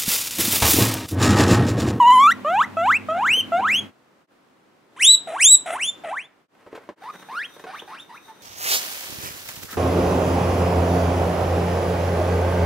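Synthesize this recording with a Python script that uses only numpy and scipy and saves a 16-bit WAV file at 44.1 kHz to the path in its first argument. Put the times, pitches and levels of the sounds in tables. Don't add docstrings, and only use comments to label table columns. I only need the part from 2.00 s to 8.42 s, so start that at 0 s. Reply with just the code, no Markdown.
import sys
import numpy as np
from scipy import signal
from scipy.fft import rfft, irfft, next_fast_len
from scipy.io import wavfile
from scipy.ndimage import uniform_filter1d, minimum_filter1d

SR = 44100
rng = np.random.default_rng(int(sys.argv[2]) if len(sys.argv) > 2 else 0)


def master(y):
    cut = np.clip(np.atleast_2d(y).T, -1, 1)
    pcm = np.round(cut * 32767)
    wavfile.write(sys.argv[1], SR, pcm.astype(np.int16))


N = 283122
TIME = np.arange(N) / SR

# t/s, half-width/s, added relative jitter, gain/dB
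VOICE_CRACKS = [(1.178, 0.038, .03, -2), (1.62, 0.0198, 0.037, -6.5)]

def wheek(controls, rasp_db, throat, jitter, steadying, slope_db, even_db, rasp_fall_db):
    t, hz, level_db, bright_db = controls
    hoarse = jitter * (hz.min() / hz) ** steadying
    for s, half, extra, db in VOICE_CRACKS:
        crack = np.exp(-((t - s) / half) ** 2)
        hoarse, level_db = hoarse + extra * crack, level_db + db * crack
    phase = 2 * np.pi * np.cumsum(hz * (1 + hoarse * wander(len(t), 280))) / SR
    shimmer = gain_of(50 * hoarse * wander(len(t), 150))
    k = np.arange(2, 23)[:, None]
    weight = gain_of(read(throat, k * hz) - slope_db * np.log2(k) + even_db * (k % 2 == 0))
    weight *= k * hz < SR / 2
    weight *= gain_of(2.5 * np.array([wander(len(t), 45) for _ in k]))
    overtones = (weight * np.cos(k * phase)).sum(0) / np.sqrt((weight ** 2).sum(0) + 1e-20)
    puffs = rng.standard_normal(len(t)) * (1 + np.cos(phase))
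    puffs = signal.sosfilt(signal.butter(2, 650, "high", fs=SR, output="sos"), puffs)
    rasp = coloured(puffs, throat) * gain_of(rasp_db - rasp_fall_db * np.log2(hz / hz.min()))
    voice = np.sqrt(2) * shimmer * (np.sin(phase) + gain_of(bright_db) * overtones) + rasp
    edges = np.clip(np.minimum((t - t[0]) / .003, (t[-1] - t) / .007), 0, 1)
    return t[0], gain_of(level_db) * voice * edges


def glide(call, register, uneven, sag_s=.0072, flutter_db=1.7, flutter_hz=45):
    start, length, sweep_at, sweep_s, low_hz, top_hz, drift, sag = call[:8]
    *effort_db, bright_low_db, bright_top_db = call[8:]
    t = np.arange(0, length, 1 / SR)
    tension = 1 / (1 + np.exp(-(t - sweep_at) / sweep_s))
    hz = (low_hz * 2 ** (drift * t)) ** (1 - tension) * top_hz ** tension
    climb = np.log(hz / hz.min()) / np.log(hz.max() / hz.min())
    wobble = uneven * np.sin(np.pi * tension) * wander(len(t), flutter_hz)
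    hz = hz * (1 + wobble - sag * np.exp((t - length) / sag_s))
    register = np.array(register)
    level_db = np.interp(climb, [0, .6, 1], effort_db) + read(register[:, [0, 1]], hz)
    level_db += flutter_db * np.sqrt(tension) * wander(len(t), flutter_hz)
    bright_db = bright_low_db + (bright_top_db - bright_low_db) * climb + read(register[:, [0, 2]], hz)
    return start + t, hz, level_db, bright_db


# t/s, f/Hz, level/dB, overtones re fundamental/dB
OPENING_NOTE = [(0.0, 1003, -9.5, -24.5), (0.045, 927, -11.5, -19), (0.08, 1005, -9, -17.5),
                (0.105, 975, -8.5, -15.5), (0.138, 1046, -10, -17), (0.174, 991, -10.5, -18),
                (0.243, 1163, -10, -14.5), (0.266, 1167, -9.5, -14), (0.283, 1355, -11.5, -19),
                (0.302, 1360, -12.5, -15), (0.314, 1803, -22.5, -7.5), (0.329, 2050, -9.5, -19)]

def held_note():
    s, pitch, level, bright = np.transpose(OPENING_NOTE)
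    t = np.arange(s[0], s[-1], 1 / SR)
    hz = np.exp(uniform_filter1d(np.interp(t, s, np.log(pitch)), size=400, mode="nearest"))
    return t, hz, np.interp(t, s, level), np.interp(t, s, bright)


def animal(calls, register, throat, uneven, opening=(), **voice):
    glides = [(glide(call, register, uneven), rasp_db, room_db) for *call, rasp_db, room_db in calls]
    direct, sent = np.zeros((2, N))
    for controls, rasp_db, room_db in [*opening, *glides]:
        s, sound = wheek(controls, rasp_db, throat, **voice)
        sound = sound / np.hypot(1, gain_of(room_db))
        add(direct, s, sound)
        add(sent, s, sound * gain_of(room_db))
    return direct + room(sent)


# t/s, length/s, sweep centre after onset/s, sweep time constant/s, low f/Hz, target f/Hz,
# drift/(octave/s), relative sag, effort/dB (low, mid-sweep, top), overtones/dB (low, top),
# rasp/dB, room re direct/dB
MELLOW_WHEEKS = [(0.446, 0.208, 0.178, 0.014, 562.6, 2284, 4.5, 0.0058, -25.5, -11, -24.5, -9, -13.5, -35.5, -15),
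                 (0.768, 0.21, 0.14, 0.029, 645.7, 3233, -0.5, 0.0027, -22.5, -8, -24, -10.5, -21, -35, -17.5),
                 (1.085, 0.33, 0.18, 0.029, 622, 3213, 1.36, 0.19, -24.5, -13.5, -24.5, -12, -17, -37.5, -13),
                 (1.519, 0.285, 0.15, 0.04, 648, 3643, -1.15, 0.057, -20.5, -16, -25, -12.5, -16, -43.5, -12)]
SHRILL_WHEEKS = [(2.962, 0.194, 0.028, 0.035, 405.6, 4040, 14, 0.11, -46, -27, -9, 3, -6.5, -5, -8.5),
                 (3.271, 0.29, 0.096, 0.031, 670.5, 4048, -14, 0.12, -22.5, -26, -18, -15, 5.5, -11, -11),
                 (3.658, 0.248, 0.111, 0.0284, 728, 3716, -9.5, 0.038, -25, -30.5, -26, -6.5, -9, -2.5, -10.5),
                 (4.036, 0.23, 0.1, 0.034, 695, 3937, -15, 0, -25.5, -24.5, -51, -10.5, -20, -19, -13)]
THIRD_WHEEKS = [(5.018, 0.096, 0.074, 0.0077, 749, 1292, 6, 0.00061, -37.5, -34, -37.5, -12.5, -20, -13, -14.5),
                (5.286, 0.18, 0.155, 0.009, 805, 3440, 9, 0.0022, -36, -28, -37, -11.5, -18.5, -24, -12.5),
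                (5.665, 0.1406, 0.102, 0.025, 700, 5520, -2.5, 0, -34.5, -41, -39.5, -12, -15.5, -4, -5),
                (5.876, 0.14, 0.098, 0.019, 748, 4230, 7.5, 0, -36, -42, -45, -13.5, -11, -4.5, -5),
                (6.092, 0.094, 0.066, 0.01, 935, 2990, 0, 0.0031, -41, -47.5, -40.5, -10, -26, -19, -5.5),
                (6.279, 0.05, 0.031, 0.0035, 923, 980, -5, 0.0043, -42, -46, -49, -17, -12, -8, -1)]
# f/Hz, gain/dB, overtones re fundamental/dB
MELLOW_RANGE = [(635, -0.5, 11), (694, -0.5, 5.5), (900, 0.5, -4), (1250, -0.5, -8), (1800, -7, 0),
                (2050, -1, -10.5), (2860, 6, -1), (3200, 3, -0.5)]
SHRILL_RANGE = [(620, -10.5, 5), (1050, 0.5, -9), (1340, -11, -2.5), (2020, 4, -10), (2700, 6, 0),
                (3160, 0, 7), (3600, 1, -0.5), (3950, 1.5, 4)]
THIRD_RANGE = [(773, -5.5, 5.5), (1090, -0.5, -2.5), (1450, 4, -1.5), (1993, -3, -1.5), (2700, -1.5, -3.5),
               (3600, 3.5, -4)]
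# f/Hz, gain/dB
MELLOW_TRACT = [(1250, 7), (1950, -13.5), (2700, 1.5), (3400, -8.5), (4000, -11.5), (4500, -25.5),
                (5400, -17.5), (7200, -4), (9000, -17), (12500, -6), (14000, -28)]
SHRILL_TRACT = [(1250, 8), (2200, 8.5), (3600, 1), (4500, -25.5), (5500, -10.5), (7600, -2.5), (8400, -4),
                (9700, 1.5), (11800, -29.5), (12700, -13), (15000, -38.5)]
THIRD_TRACT = [(1500, 16), (3000, 3), (4800, 0.5), (7000, -18), (9500, -7), (15000, -29)]

def guinea_pigs():
    opening = [(held_note(), -34.5, -20)]  # contours, rasp/dB, room/dB
    mellow = animal(MELLOW_WHEEKS, MELLOW_RANGE, MELLOW_TRACT, uneven=.017, opening=opening,
                    jitter=.007, steadying=1.5, slope_db=13, even_db=-5, rasp_fall_db=-.5)
    shrill = animal(SHRILL_WHEEKS, SHRILL_RANGE, SHRILL_TRACT, uneven=.024,
                    jitter=.07, steadying=1.7, slope_db=5.5, even_db=-.5, rasp_fall_db=15.5)
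    third = animal(THIRD_WHEEKS, THIRD_RANGE, THIRD_TRACT, uneven=.035,
                   jitter=.045, steadying=.5, slope_db=2.5, even_db=2, rasp_fall_db=6)
    return mellow, shrill, third


# t/s, peak level/dB, upper cutoff f/Hz (higher is harder)
PAW_BLOWS = [(1.166, -48, 1540), (1.37, -30.5, 500), (1.595, -25, 969.4), (3.733, -33, 500),
             (4.664, -35.5, 697), (4.729, -27.5, 697), (4.751, -29, 4010), (4.775, -29, 700),
             (4.89, -24.5, 1172), (5.564, -33.5, 3042), (5.595, -33.5, 7060), (5.64, -29, 2500),
             (5.819, -32, 900)]
# f/Hz, bandwidth/Hz, level/dB
FLOOR_MODES = [(378.6, 51, -3), (500, 310, 12.5), (900, 210, 3.5), (1550, 240, 3), (2600, 1400, -22.5)]
# t/s, level/dB
CLAW_LEVEL = [(4.55, -63.5), (4.7, -59.5), (4.78, -47.5), (4.86, -61.5), (5.2, -47.5), (5.9, -66),
              (6.15, -58)]

def cage(rattle=.2, rattle_s=.011, clump_db=5, room_db=-8):
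    t = np.arange(SR // 8) / SR
    floor = sum(gain_of(db) * np.exp(-np.pi * width * t) * np.cos(2 * np.pi * hz * t)
                for hz, width, db in FLOOR_MODES)
    paws = np.zeros(N)
    for s, db, hard_hz in PAW_BLOWS:
        blow = (t == 0) + rattle * rng.standard_normal(len(t)) * np.exp(-t / rattle_s)
        blow = signal.sosfilt(signal.butter(1, [150, hard_hz], "band", fs=SR, output="sos"), blow)
        knock = signal.fftconvolve(blow, floor)
        add(paws, s, gain_of(db) * knock / abs(knock).max())
    taps = rng.standard_normal(N) * gain_of(clump_db * wander(N, 48))
    claws = coloured(taps, [(60, -42.5), (170, 1.5), (500, -.5), (1600, 0), (5000, -21.5), (15000, -29.5)])
    paws += claws * gain_of(curve(CLAW_LEVEL)) * (TIME > CLAW_LEVEL[0][0])
    return paws + gain_of(room_db) * room(paws)


# t/s, half-width/s, level/dB, centre f/Hz
FUR_STROKES = [(0.162, .04, -42.5, 9585), (3.737, 0.018, -39.5, 9300)]

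def fur(octaves=.3):
    hz = np.fft.rfftfreq(N, 1 / SR) + 1
    noise = rfft(rng.standard_normal(N))
    strokes = np.zeros(N)
    for s, half, db, centre in FUR_STROKES:
        hiss = unit_rms(irfft(noise * np.exp(-(np.log2(hz / centre) / octaves) ** 2), N))
        strokes += gain_of(db) * np.exp(-((TIME - s) / half) ** 2) * hiss
    return strokes


# f/Hz, T60/s
DECAY_TIMES = [(300, 0.84), (1300, 0.57), (3600, 0.43), (8000, 0.3), (15000, 0.14)]
# f/Hz, side-to-mid amplitude ratio
ECHO_WIDTH = [(500, .25), (1300, .35), (3600, .5), (9000, 0.28)]

def room(x, early_db=15, early_s=.03):
    t = np.arange(SR // 2) / SR
    echoes = rng.standard_normal((2, len(t))) * (t > .0015)
    echoes *= 1 + gain_of(early_db) * np.exp(-t / early_s)
    hz, at, bands = signal.stft(echoes, SR, nperseg=256)
    bands *= gain_of(-60 * at / read(DECAY_TIMES, hz)[:, None])
    bands[1] *= read(ECHO_WIDTH, hz)[:, None]
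    mid, side = signal.istft(bands, SR, nperseg=256)[1]
    tail = np.array([mid + side, mid - side])
    return signal.fftconvolve(x[None], tail / np.linalg.norm(tail[0]), axes=1)[:, :N]


# f/Hz, level/dB
HUM_TONES = [(98.7, -52), (196, -52.5), (208, -48.5), (253.5, -44)]
# f/Hz, relative level/dB
RUSH_SPECTRUM = [(65, -25), (95, -4), (170, -4), (300, 1), (450, -5.5), (2500, -14.5), (5000, -27.5),
                 (14000, -36)]
# t/s, gain/dB
RUSH_SWELL = [(0.1, 4.5), (.9, 1), (1.3, 4), (1.7, 3.5)]

def hum(air_db=-45, waver=.32):
    tones = np.zeros((2, N))
    for hz, db in HUM_TONES:
        amplitude = gain_of(db) * np.sqrt(2) * (1 + waver * wander(N, 3.1))
        ear_phase = np.array([[0], [(hz / 220) ** 3]])
        tones += amplitude * np.sin(2 * np.pi * hz * TIME + .4 * wander(N, 3.6) + ear_phase)
    return tones + gain_of(air_db + curve(RUSH_SWELL)) * diffuse_noise(RUSH_SPECTRUM)


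# centre f/Hz, relative level/dB
WHINE_BANDS = [(3700, 8.5), (5950, 2.5), (9080, -2), (10750, -25), (12900, -10), (14000, -8)]

def whine(level_db=-56, width_hz=130, hiss_db=-15, waver_db=3, start_s=5):
    hz = np.fft.rfftfreq(N, 1 / SR)
    peaks = sum(gain_of(db) / (1 + ((hz - centre) / width_hz) ** 2) for centre, db in WHINE_BANDS)
    bands = unit_rms(irfft(rfft(rng.standard_normal((2, N))) * (gain_of(hiss_db) + peaks), N))
    return bands * gain_of(level_db + waver_db * wander(N, 16.5)) * np.clip((TIME - start_s) * 20, 0, 1)


# f/Hz, relative level/dB
AMBIENT_SPECTRUM = [(40, -30), (130, -9.5), (310, -2.5), (500, -7), (1300, -10.5), (3000, -20.5),
                    (6000, -28.5), (15000, -38)]
# t/s, gain/dB
AMBIENT_SWELL = [(2.9, -2), (3.05, 8.5), (4.15, 7.5), (4.3, -4.5), (5.1, 3)]

def room_air(level_db=-56.5):
    return gain_of(level_db + curve(AMBIENT_SWELL)) * diffuse_noise(AMBIENT_SPECTRUM)


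# f/Hz, correlation
EAR_CORRELATION = [(100, 0.89), (280, 0.55), (600, 0.3), (3000, 0.17), (12000, 0.27)]

def diffuse_noise(spectrum):
    hz = np.fft.rfftfreq(N, 1 / SR)
    left, other = rfft(rng.standard_normal((2, N)))
    shared = read(EAR_CORRELATION, hz)
    right = shared * left + np.sqrt(1 - shared ** 2) * other
    return unit_rms(irfft(np.array([left, right]) * gain_of(read(spectrum, hz)), N))


def gain_of(db):
    return 10 ** (np.asarray(db) / 20)


def unit_rms(x):
    return x / np.sqrt(np.mean(x ** 2) + 1e-20)


def read(points, hz):
    f, value = np.transpose(points)
    return np.interp(np.log(hz + 1), np.log(f + 1), value)


def curve(points):
    return np.interp(TIME, *np.transpose(points))


def add(mix, s, sound):
    part = mix[max(round(s * SR), 0):][:len(sound)]
    part += sound[:len(part)]


def coloured(x, spectrum):
    size = next_fast_len(len(x))
    response = gain_of(read(spectrum, np.fft.rfftfreq(size, 1 / SR)))
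    return unit_rms(irfft(rfft(x, size) * response, size)[:len(x)])


def wander(size, rate_hz):
    hz = np.fft.rfftfreq(2 ** 19 if size > SR else 2 ** 15, 1 / SR)
    noise = rfft(rng.standard_normal(2 * len(hz) - 2))
    return unit_rms(irfft(noise * np.exp(-(hz / rate_hz) ** 2)))[:size]


def scene():
    mellow, shrill, third = guinea_pigs()
    first = (mellow + hum()) * curve([(1.84, 1), (1.92, .014)])
    return first + shrill + third + cage() + fur() + whine() + room_air()


# centre t/s, half-length/s
LEVEL_DIPS = [(2.269, 0.051), (4.478, 0.072), (4.956, 0.056)]

def record(dry, lag_s=.000012, ceiling=.93, edge_hz=15750):
    delay = np.exp(-2j * np.pi * np.fft.rfftfreq(N, 1 / SR) * lag_s)
    left = irfft(rfft(dry[0]) * delay, N)
    dips = np.prod([np.clip(abs(TIME - s) / half, .03, 1) for s, half in LEVEL_DIPS], axis=0)
    stereo = np.array([left, dry[1]]) * dips
    allowed = 1 / np.maximum(abs(stereo).max(0) / ceiling, 1)
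    stereo *= uniform_filter1d(minimum_filter1d(allowed, size=200), size=200)
    low_pass = signal.firwin(511, edge_hz, window=("kaiser", 9), fs=SR)
    return signal.oaconvolve(stereo, low_pass[None], "same")


dry = scene()
out = record(dry)
master(out)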